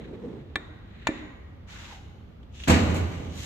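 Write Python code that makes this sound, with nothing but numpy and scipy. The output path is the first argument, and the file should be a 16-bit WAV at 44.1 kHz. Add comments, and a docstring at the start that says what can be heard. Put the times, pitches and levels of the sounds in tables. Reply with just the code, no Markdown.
"""Grinding is heard first: a large steel ring gear is worked out of an open gearbox in a reverberant workshop.
Filtered noise makes the grinding and sliding; two clinks against the shafts excite damped steel modes.
Shoes then scuff the concrete as shaped noise, the first scuff ending in a dull squeak.
Ticks and a short drag lead to a heavy clunk with a bright crash and a short rattle: noise bursts over
booming low modes. Noise with band-by-band decay makes the hall's echo."""
import sys
import numpy as np
from scipy import signal
from scipy.fft import rfft, irfft, next_fast_len
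from scipy.io import wavfile

SR = 44100
rng = np.random.default_rng(int(sys.argv[2]) if len(sys.argv) > 2 else 0)


def dump(signal):
    """Clip the signal to [-1, 1] and save it as 16-bit WAV at the path in sys.argv[1]."""
    limited = np.clip(np.atleast_2d(signal).T, -1, 1)
    pcm = np.round(limited * 32767).astype(np.int16)
    wavfile.write(sys.argv[1], SR, pcm)


N = 152145  # length [samples]
T = np.arange(N) / SR  # time axis [s]

# Low rumble of the hall: (frequency [Hz], relative level [dB])
HALL_RUMBLE_COLOUR = [(15, -44.5), (25, -12.5), (67, -1.5), (110, -8.5), (129, -13.5), (213, -17.5),
                      (326, -26.5), (472, -35), (892, -40), (966, -51), (1190, -32), (1600, -39.5),
                      (3440, -42), (9660, -70.5), (14000, -60.5)]
HALL_RUMBLE_DB = -46.5
# Reverberation of the hall: (frequency [Hz], decay by 60 dB [s])
ROOM_T60 = [(70, 1.9), (250, 0.95), (1000, 1.45), (2500, 1.18), (7000, 0.77), (14000, 1.5)]
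# Left-right correlation of diffuse sound: (frequency [Hz], correlation [-1 to 1])
EAR_CORRELATION = [(60, 0.94), (150, 0.91), (350, .65), (700, -0.19), (1500, 0.2), (4000, -0.38),
                   (12000, 0.48)]

# Grinding on the seat: (time [s], level [dB])
GRIND = [(0, -39.5), (.08, -43), (.14, -40.5), (.19, -45), (.25, -38), (.33, -40.5), (.4, -45),
         (.47, -52.5), (.7, -53.5), (1.0, -82)]
# Spectrum of the grinding: (frequency [Hz], relative level [dB])
GRIND_COLOUR = [(60, -20), (125, -2.5), (260, -0.5), (450, -2.5), (650, -17), (1000, -22.5), (3000, -45),
                (6500, -48.5), (14000, -66)]
# Light sliding of steel and gloves: (time [s], level [dB])
SLIDE = [(0, -52), (.1, -59), (.48, -63.5), (.8, -64.5), (.97, -56), (1.06, -50), (1.2, -51), (1.6, -91)]
# Spectrum of the sliding: (frequency [Hz], relative level [dB])
SLIDE_COLOUR = [(300, 3), (900, -14), (1900, 1.5), (3000, -6), (4000, -4.5), (5000, -29), (7000, -22.5),
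                (10000, -52.5), (14000, -35.5)]
# The gear sticks and groans on its seat: (centre time [s], half-width [s], frequency [Hz], level [dB])
GROANS = [(.14, 0.026, 444, -42), (.255, 0.03, 464, -42), (.27, 0.018, 246, -40), (.39, 0.038, 135, -41)]
RUB_Q = 5  # centre frequency over bandwidth
# The gear bumps the aluminium housing: (time [s], level [dB])
BUMPS = [(.5655, -31.5), (1.0875, -28), (1.0908, -20)]
# Modes of the housing: (frequency [Hz], relative level [dB], decay by 60 dB [s])
HOUSING_MODES = [(251, -19.5, 0.57), (312, 1.5, 0.056), (383, -16, 0.27), (447, -20, .3), (548, -18.5, .35),
                 (620, -14, 0.044)]
HOUSING_ROOM_DB = 0.5

# The gear knocks the shafts: (time [s], ring level [dB], crack level [dB], room level [dB], right ear lead [s])
CLINKS = [(.5567, -20.5, -21.5, -3.5, 0.00011), (1.0706, -14.5, -16.5, -3, 0.00013)]
# Tooth contacts within one clink: (delay [s], relative level [dB])
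CHATTER = [(0, 1), (.0016, -4), (.0027, -5.5)]
# Modes of gloved gear and shafts:
# (frequency [Hz], decay by 60 dB [s], relative level at first contact [dB], at second contact [dB])
GEAR_MODES = [(600, 0.0255, -33, -16), (1154, 0.026, -9, -12.5), (1400, 0.013, -24.5, -18),
              (1768, 0.09, -14, -13.5), (2044, 0.068, -12, -15.5), (2350, 0.083, -11, -9),
              (2700, 0.038, -21, -13), (3240, .04, -10, -30), (3500, 0.092, -26, -18),
              (3660, 0.062, -15, -29), (6880, 0.047, -36, -16.5), (8120, .07, -39.5, -38)]
# Faint after-ring of the freed gear: (frequency [Hz], relative level [dB], decay by 60 dB [s])
AFTER_RING = [(1324, -46, 1.2), (1357, -46, 1.2), (1884, -36, 1.4), (1897, -38, 1.4), (1927, -39, .9),
              (1964, -40, .9), (2266, -43, .9), (2406, -44, 1.0), (3155, -50, .9), (3585, -42, 1.0),
              (3639, -42, .8)]
# Spectrum of the crack, one list for each contact: (frequency [Hz], relative level [dB])
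CRACK_COLOURS = [
    [(200, -21.5), (600, 3), (1150, 2.5), (1400, 2), (1900, 2), (2500, -6.5), (3000, -15), (3700, 1),
     (4300, -13), (5000, -29.5), (6800, -21), (8500, -29), (14000, -43)],
    [(200, -9.5), (600, -2), (1000, 3.5), (1400, -4.5), (1900, 3.5), (2700, -3.5), (3300, -13), (3600, -4),
     (5000, -23.5), (6200, -19.5), (7000, -15.5), (8300, -30.5), (14000, -43)],
]
CRACK_ATTACK_S, CRACK_HOLD_S, CRACK_T60_S = 0.00034, 0.0023, 0.023  # hold counts from the onset
RING_ROOM_DB = -18

# Scuffs on the floor:
# (start [s], attack [s], hold [s], release [s], level [dB], spectral tilt [dB per octave])
SCUFFS = [(1.667, 0.037, .22, .08, -47.5, -0.5), (3.302, 0.12, .05, .1, -42.5, 4.5)]
# Spectrum of a scuff before its tilt: (frequency [Hz], relative level [dB])
SCUFF_COLOUR = [(200, -22), (550, -8), (900, -3.5), (1900, -1.5), (3800, -3.5), (5000, -12), (6800, -9),
                (9000, -25.5), (12000, -26), (14000, -35)]
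SCUFF_ROOM_DB = 2
# The sole catches as the first scuff ends: (centre time [s], half-width [s], frequency [Hz], level [dB])
SQUEAKS = [(1.905, 0.019, 930, -55), (1.936, 0.015, 870, -51.5), (1.965, 0.029, 790, -56)]

# Small metal ticks: (time [s], level [dB])
TICKS = [(2.429, -54), (2.6, -38), (2.636, -33)]
# Spectrum of a tick: (frequency [Hz], relative level [dB])
TICK_COLOUR = [(400, -26), (1500, -11), (2300, -7), (2900, 0), (3600, -4), (4800, -22), (7000, -23),
               (14000, -36)]
TICK_T60_S = .04

# The gear drags just before it drops: (time [s], level [dB])
DRAG = [(2.5, -83), (2.55, -54), (2.61, -49), (2.66, -45.5), (2.69, -54)]
# Spectrum of the drag: (frequency [Hz], relative level [dB])
DRAG_COLOUR = [(400, -18.5), (1500, -9), (2300, -4), (2800, 2), (3700, -0.5), (4900, -12), (6500, -5),
               (8500, -21), (14000, -32)]
# Bright crashes where steel edges meet: (time [s], level [dB], decay by 60 dB [s])
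CRASHES = [(2.676, -29.5, 0.21), (2.698, -28, 0.16), (2.94, -43, 0.22), (2.96, -44.5, .2),
           (3.115, -59.5, 0.2)]
# Spectrum of the crashes: (frequency [Hz], relative level [dB])
CRASH_COLOUR = [(500, -19), (1200, -8), (2200, 4.5), (5000, -4), (7000, 10), (9000, -2.5), (12000, -3.5),
                (14000, -9)]

# The gear lands and settles: (time [s], relative level [dB], decay by 60 dB [s])
LANDING = [(2.672, -20, 0.33), (2.694, -14, 0.17), (2.723, -23, 0.41), (2.89, -35, 0.24),
           (2.948, -34, 0.35), (3.111, -44.5, 0.45)]
# Spectrum of the landing: (frequency [Hz], relative level [dB])
LANDING_COLOUR = [(30, -33), (50, -28), (80, -5), (125, -15), (170, -3), (280, -4.5), (400, -10.5),
                  (700, -11), (1000, -13), (1500, -15.5), (2100, -14), (3000, -19.5), (4200, -22.5),
                  (5100, -29), (6800, -28.5), (8300, -32), (9500, -55), (12000, -41), (14000, -63)]
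LANDING_ATTACK_S, LANDING_LEFT_LEAD_S = 0.011, 0.00048
LANDING_DB, LANDING_ROOM_DB = 1.5, 4.5
# Low blows into the surface beneath: (time [s], level [dB])
THUMPS = [(2.6845, -21.5), (2.697, -16), (2.822, -41), (2.872, -33.5), (3.2, -37)]
# Booming modes of that surface: (frequency [Hz], relative level [dB], decay by 60 dB [s])
BOOM_MODES = [(69.2, -20, 0.16), (80.98, -2, 0.65), (86.2, -11.5, 2.86), (175.3, -5.5, 0.57),
              (206, -4, 0.69), (244.3, -9, 0.81), (271, -4.5, 1.07), (320.3, -19.5, 0.9), (495, -13, 0.53),
              (653, -16.5, 0.5), (814, -20, 0.62), (1218, -22.5, 0.9)]
# The surface rumbles on as the gear rocks to rest: (time [s], level [dB])
RUMBLE = [(2.66, -51), (2.69, -24.5), (2.79, -25.5), (2.9, -25.5), (3.0, -28), (3.14, -37), (3.26, -37.5),
          (3.45, -42)]
# Spectrum of that rumble: (frequency [Hz], relative level [dB])
RUMBLE_COLOUR = [(35, -28), (55, -16), (80, -1), (100, -5.5), (140, -10.5), (190, -10), (300, -16.5),
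                 (500, -19.5), (1000, -28.5), (4000, -75.5)]

LOW_CUT_HZ = 31.6
CUTOFF_HZ = 14800  # from here up at least 70 dB is removed


def from_db(db):
    """Logarithmic level: 20 dB is a tenfold amplitude."""
    return 10 ** (np.asarray(db) / 20)


def rms_one(x):
    """Power normalisation: the root mean square becomes one."""
    return x / np.sqrt(np.mean(x ** 2) + 1e-20)


def at_hz(points, hz):
    """Logarithmic pitch scale: values are interpolated against log frequency."""
    f, v = np.transpose(points)
    return np.interp(np.log(np.maximum(hz, 1)), np.log(f), v)


def level(points):
    """Amplitude envelope: decibels are interpolated in time and turned into gain."""
    return from_db(np.interp(T, *np.transpose(points)))


def dying(s, t60, attack_s):
    """Exponential decay: a linear rise from time s multiplies a fall of 60 dB per t60."""
    age = np.maximum(T - s, 0)
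    return np.minimum(age / attack_s, 1) * from_db(-60 * np.minimum(age / t60, 5))


def delayed(x, s):
    """Propagation delay: every channel arrives s seconds later."""
    return np.array([np.interp(T - s, T, channel, left=0) for channel in x])


def noise(colour, near=0):
    """Interaural correlation: shared and opposed noises mix into coloured stereo; near=1 is alike in both ears."""
    size = next_fast_len(N)
    hz = np.arange(size // 2 + 1) * SR / size
    alike = np.clip(near + (1 - near) * at_hz(EAR_CORRELATION, hz), -1, 1)
    mid, side = rfft(rng.standard_normal((2, size))) * from_db(at_hz(colour, hz))
    spectrum = np.sqrt(1 + alike) * mid + np.sqrt(1 - alike) * side * [[1], [-1]]
    return rms_one(irfft(spectrum, size)[:, :N])


def coloured(x, colour):
    """Linear filtering: a spectral gain of unit mean power shapes the sound."""
    size = next_fast_len(N + SR)
    gain = rms_one(from_db(at_hz(colour, np.arange(size // 2 + 1) * SR / size)))
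    return irfft(rfft(x, size) * gain, size)[:, :N]


def grain(per_s, depth_db):
    """Random amplitude modulation: many small contacts vary in strength, with rms one."""
    steps = rng.standard_normal(8000)
    wander = np.interp(T * per_s, np.arange(len(steps)), steps)
    return rms_one(from_db(depth_db * np.clip(wander, -2, 2)))


def strike(hits, modes):
    """Modal synthesis: impulses excite two-pole resonators, one for each damped mode."""
    clicks, out = np.full(N, 1e-18), 0  # the tiny offset avoids slow denormal arithmetic
    for s, db in hits:
        clicks[int(s * SR)] += from_db(db)
    for hz, db, t60 in modes:
        r = from_db(-60 / (t60 * SR))  # pole radius: decay per sample
        w = 2 * np.pi * hz / SR
        feedback = [1, -2 * r * np.cos(w), r * r]
        out = out + signal.lfilter([0, from_db(db) * np.sin(w)], feedback, clicks)
    return out


def rubs(rows):
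    """Stick-slip friction: bell-shaped swells of noise sound through a broad resonance."""
    out, white = 0, rng.standard_normal(N)
    for s, width_s, hz, db in rows:
        edges = [hz * (1 - .5 / RUB_Q), hz * (1 + .5 / RUB_Q)]
        band = signal.butter(2, edges, "band", fs=SR, output="sos")
        swell = np.exp(-((T - s) / width_s) ** 2)
        out = out + from_db(db) * rms_one(signal.sosfilt(band, white)) * swell
    return out


def workshop():
    """Diffuse reverberation: each noise band decays at its own rate, scaled for unit power gain."""
    edges, out = np.geomspace(40, 16000, num=20), 0
    white = noise([(20, 0), (20000, 0)])
    for low, high in zip(edges, edges[1:]):
        t60 = at_hz(ROOM_T60, np.sqrt(low * high))
        tail = dying(0.0021, t60, 0.0027)
        band = signal.butter(2, [low, high], "band", fs=SR, output="sos")
        out = out + signal.sosfilt(band, white) * tail / np.sqrt(np.sum(tail ** 2))
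    return out


def room_echo(x, room, wet_db):
    """Convolution: the hall answers every instant of the sound with its impulse response."""
    return from_db(wet_db) * signal.fftconvolve(np.atleast_2d(x), room, axes=1)[:, :N]


def in_room(x, room, wet_db):
    """Superposition: direct sound and the hall's echo add."""
    return x + room_echo(x, room, wet_db)


def hall_rumble():
    """Stationary noise: a steady, mostly low rumble fills the hall."""
    return from_db(HALL_RUMBLE_DB) * noise(HALL_RUMBLE_COLOUR)


def housing(room):
    """Forced and free vibration: friction noise from grinding and sliding joins the bumped hollow case's modes."""
    bumps = in_room(strike(BUMPS, HOUSING_MODES), room, HOUSING_ROOM_DB)
    grind = level(GRIND) * noise(GRIND_COLOUR, near=.4) * grain(per_s=160, depth_db=1.0)
    slide = level(SLIDE) * noise(SLIDE_COLOUR) * grain(per_s=90, depth_db=2.5)
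    balance = from_db([[-1.2], [1.2]])  # left, right
    return (bumps + grind + rubs(GROANS)) * balance + slide


def clinks(room):
    """Impact and modal ringing: chattering teeth give a crack, glove-damped modes and a faint after-ring."""
    out = 0
    for k, (s, ring_db, crack_db, room_db, lead_s) in enumerate(CLINKS):
        contacts = [(s + lag, ring_db + db) for lag, db in CHATTER]
        modes = [(hz, dbs[k], t60) for hz, t60, *dbs in GEAR_MODES]
        ring = strike(contacts, modes) + strike([(s, ring_db)], AFTER_RING)
        ears = np.array([np.interp(T - lead_s, T, ring), ring])  # the left ear hears it later

        attack = np.clip((T - s) / CRACK_ATTACK_S, 0, 1)
        decay = from_db(-60 * np.clip((T - s - CRACK_HOLD_S) / CRACK_T60_S, 0, 5))
        contact = attack * decay
        crack = from_db(crack_db) * noise(CRACK_COLOURS[k], near=0.9) * contact
        # so short a crack acts as an impulse of equal energy on the hall
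        strength = from_db(crack_db + room_db) * np.sqrt(np.sum(contact ** 2))
        echo = delayed(strength * coloured(room, CRACK_COLOURS[k]), s)
        out = out + in_room(ears, room, RING_ROOM_DB) + crack + echo
    return out


def scuffs(room):
    """Sliding friction: gritty noise follows the sole's pressure, with stick-slip squeaks ending the first drag."""
    grit = 0
    for s, rise, hold, fall, db, tilt_db in SCUFFS:
        corners = s + np.cumsum([0, rise, hold, fall])
        pressure = from_db(db) * np.interp(T, corners, [0, 1, 1, 0])
        colour = [(hz, band_db + tilt_db * np.log2(hz)) for hz, band_db in SCUFF_COLOUR]
        grit = grit + pressure * noise(colour)
    drags = in_room(grit * grain(per_s=400, depth_db=1.5), room, SCUFF_ROOM_DB)
    return drags + in_room(rubs(SQUEAKS), room, wet_db=6)


def ticks(room):
    """Brief contact: light touches of loose steel are short decaying noise bursts."""
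    touches = sum(from_db(db) * dying(s, TICK_T60_S, 0.0019) for s, db in TICKS)
    return in_room(touches * noise(TICK_COLOUR), room, wet_db=-3)


def summed_force(hits, attack_s):
    """Incoherent addition: the powers of separate decaying blows add."""
    return np.sqrt(sum((from_db(db) * dying(s, t60, attack_s)) ** 2 for s, db, t60 in hits))


def crashes():
    """Friction, then impact: steel edges drag and crash with a quickly dying sizzle of noise."""
    sizzle = summed_force(CRASHES, .005) * noise(CRASH_COLOUR) * grain(per_s=800, depth_db=0.0)
    drag = level(DRAG) * noise(DRAG_COLOUR) * grain(per_s=400, depth_db=1.5)
    return sizzle + drag


def clunk(room):
    """Impact and resonance: clatter and a blow that reaches the left ear first join low modes and the echo."""
    force = from_db(LANDING_DB) * summed_force(LANDING, LANDING_ATTACK_S)
    clatter = force * noise(LANDING_COLOUR) * grain(per_s=450, depth_db=-0.5)
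    blow = force * noise(LANDING_COLOUR)[:1] * grain(per_s=700, depth_db=2)  # one channel
    echo = room_echo(blow, room, LANDING_ROOM_DB)
    direct = from_db(-2.5) * np.vstack([blow, delayed(blow, LANDING_LEFT_LEAD_S)])
    boom = in_room(strike(THUMPS, BOOM_MODES), room, wet_db=-11)
    rumble = level(RUMBLE) * noise(RUMBLE_COLOUR)
    balance = from_db([[-1.3], [1.3]])  # left, right
    return from_db(-1.5) * clatter + direct + echo + (boom + rumble) * balance


def scene():
    """Superposition: all sources add over the low rumble of the hall."""
    room = workshop()
    handling = housing(room) + clinks(room)
    carrying = scuffs(room)
    landing = ticks(room) + crashes() + clunk(room)
    return hall_rumble() + handling + carrying + landing


def record(dry):
    """Band limitation: the deepest bass is removed, a narrow treble band is thinned, and the top is cut."""
    low_cut = signal.butter(2, LOW_CUT_HZ, "high", fs=SR, output="sos")
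    without_bass = signal.sosfilt(low_cut, dry)
    notched = signal.lfilter(*signal.iirnotch(9900, 9, SR), without_bass)  # centre [Hz], Q
    top_cut = signal.cheby2(16, 70, CUTOFF_HZ, fs=SR, output="sos")
    return signal.sosfilt(top_cut, notched)


dry = scene()
out = record(dry)
dump(out)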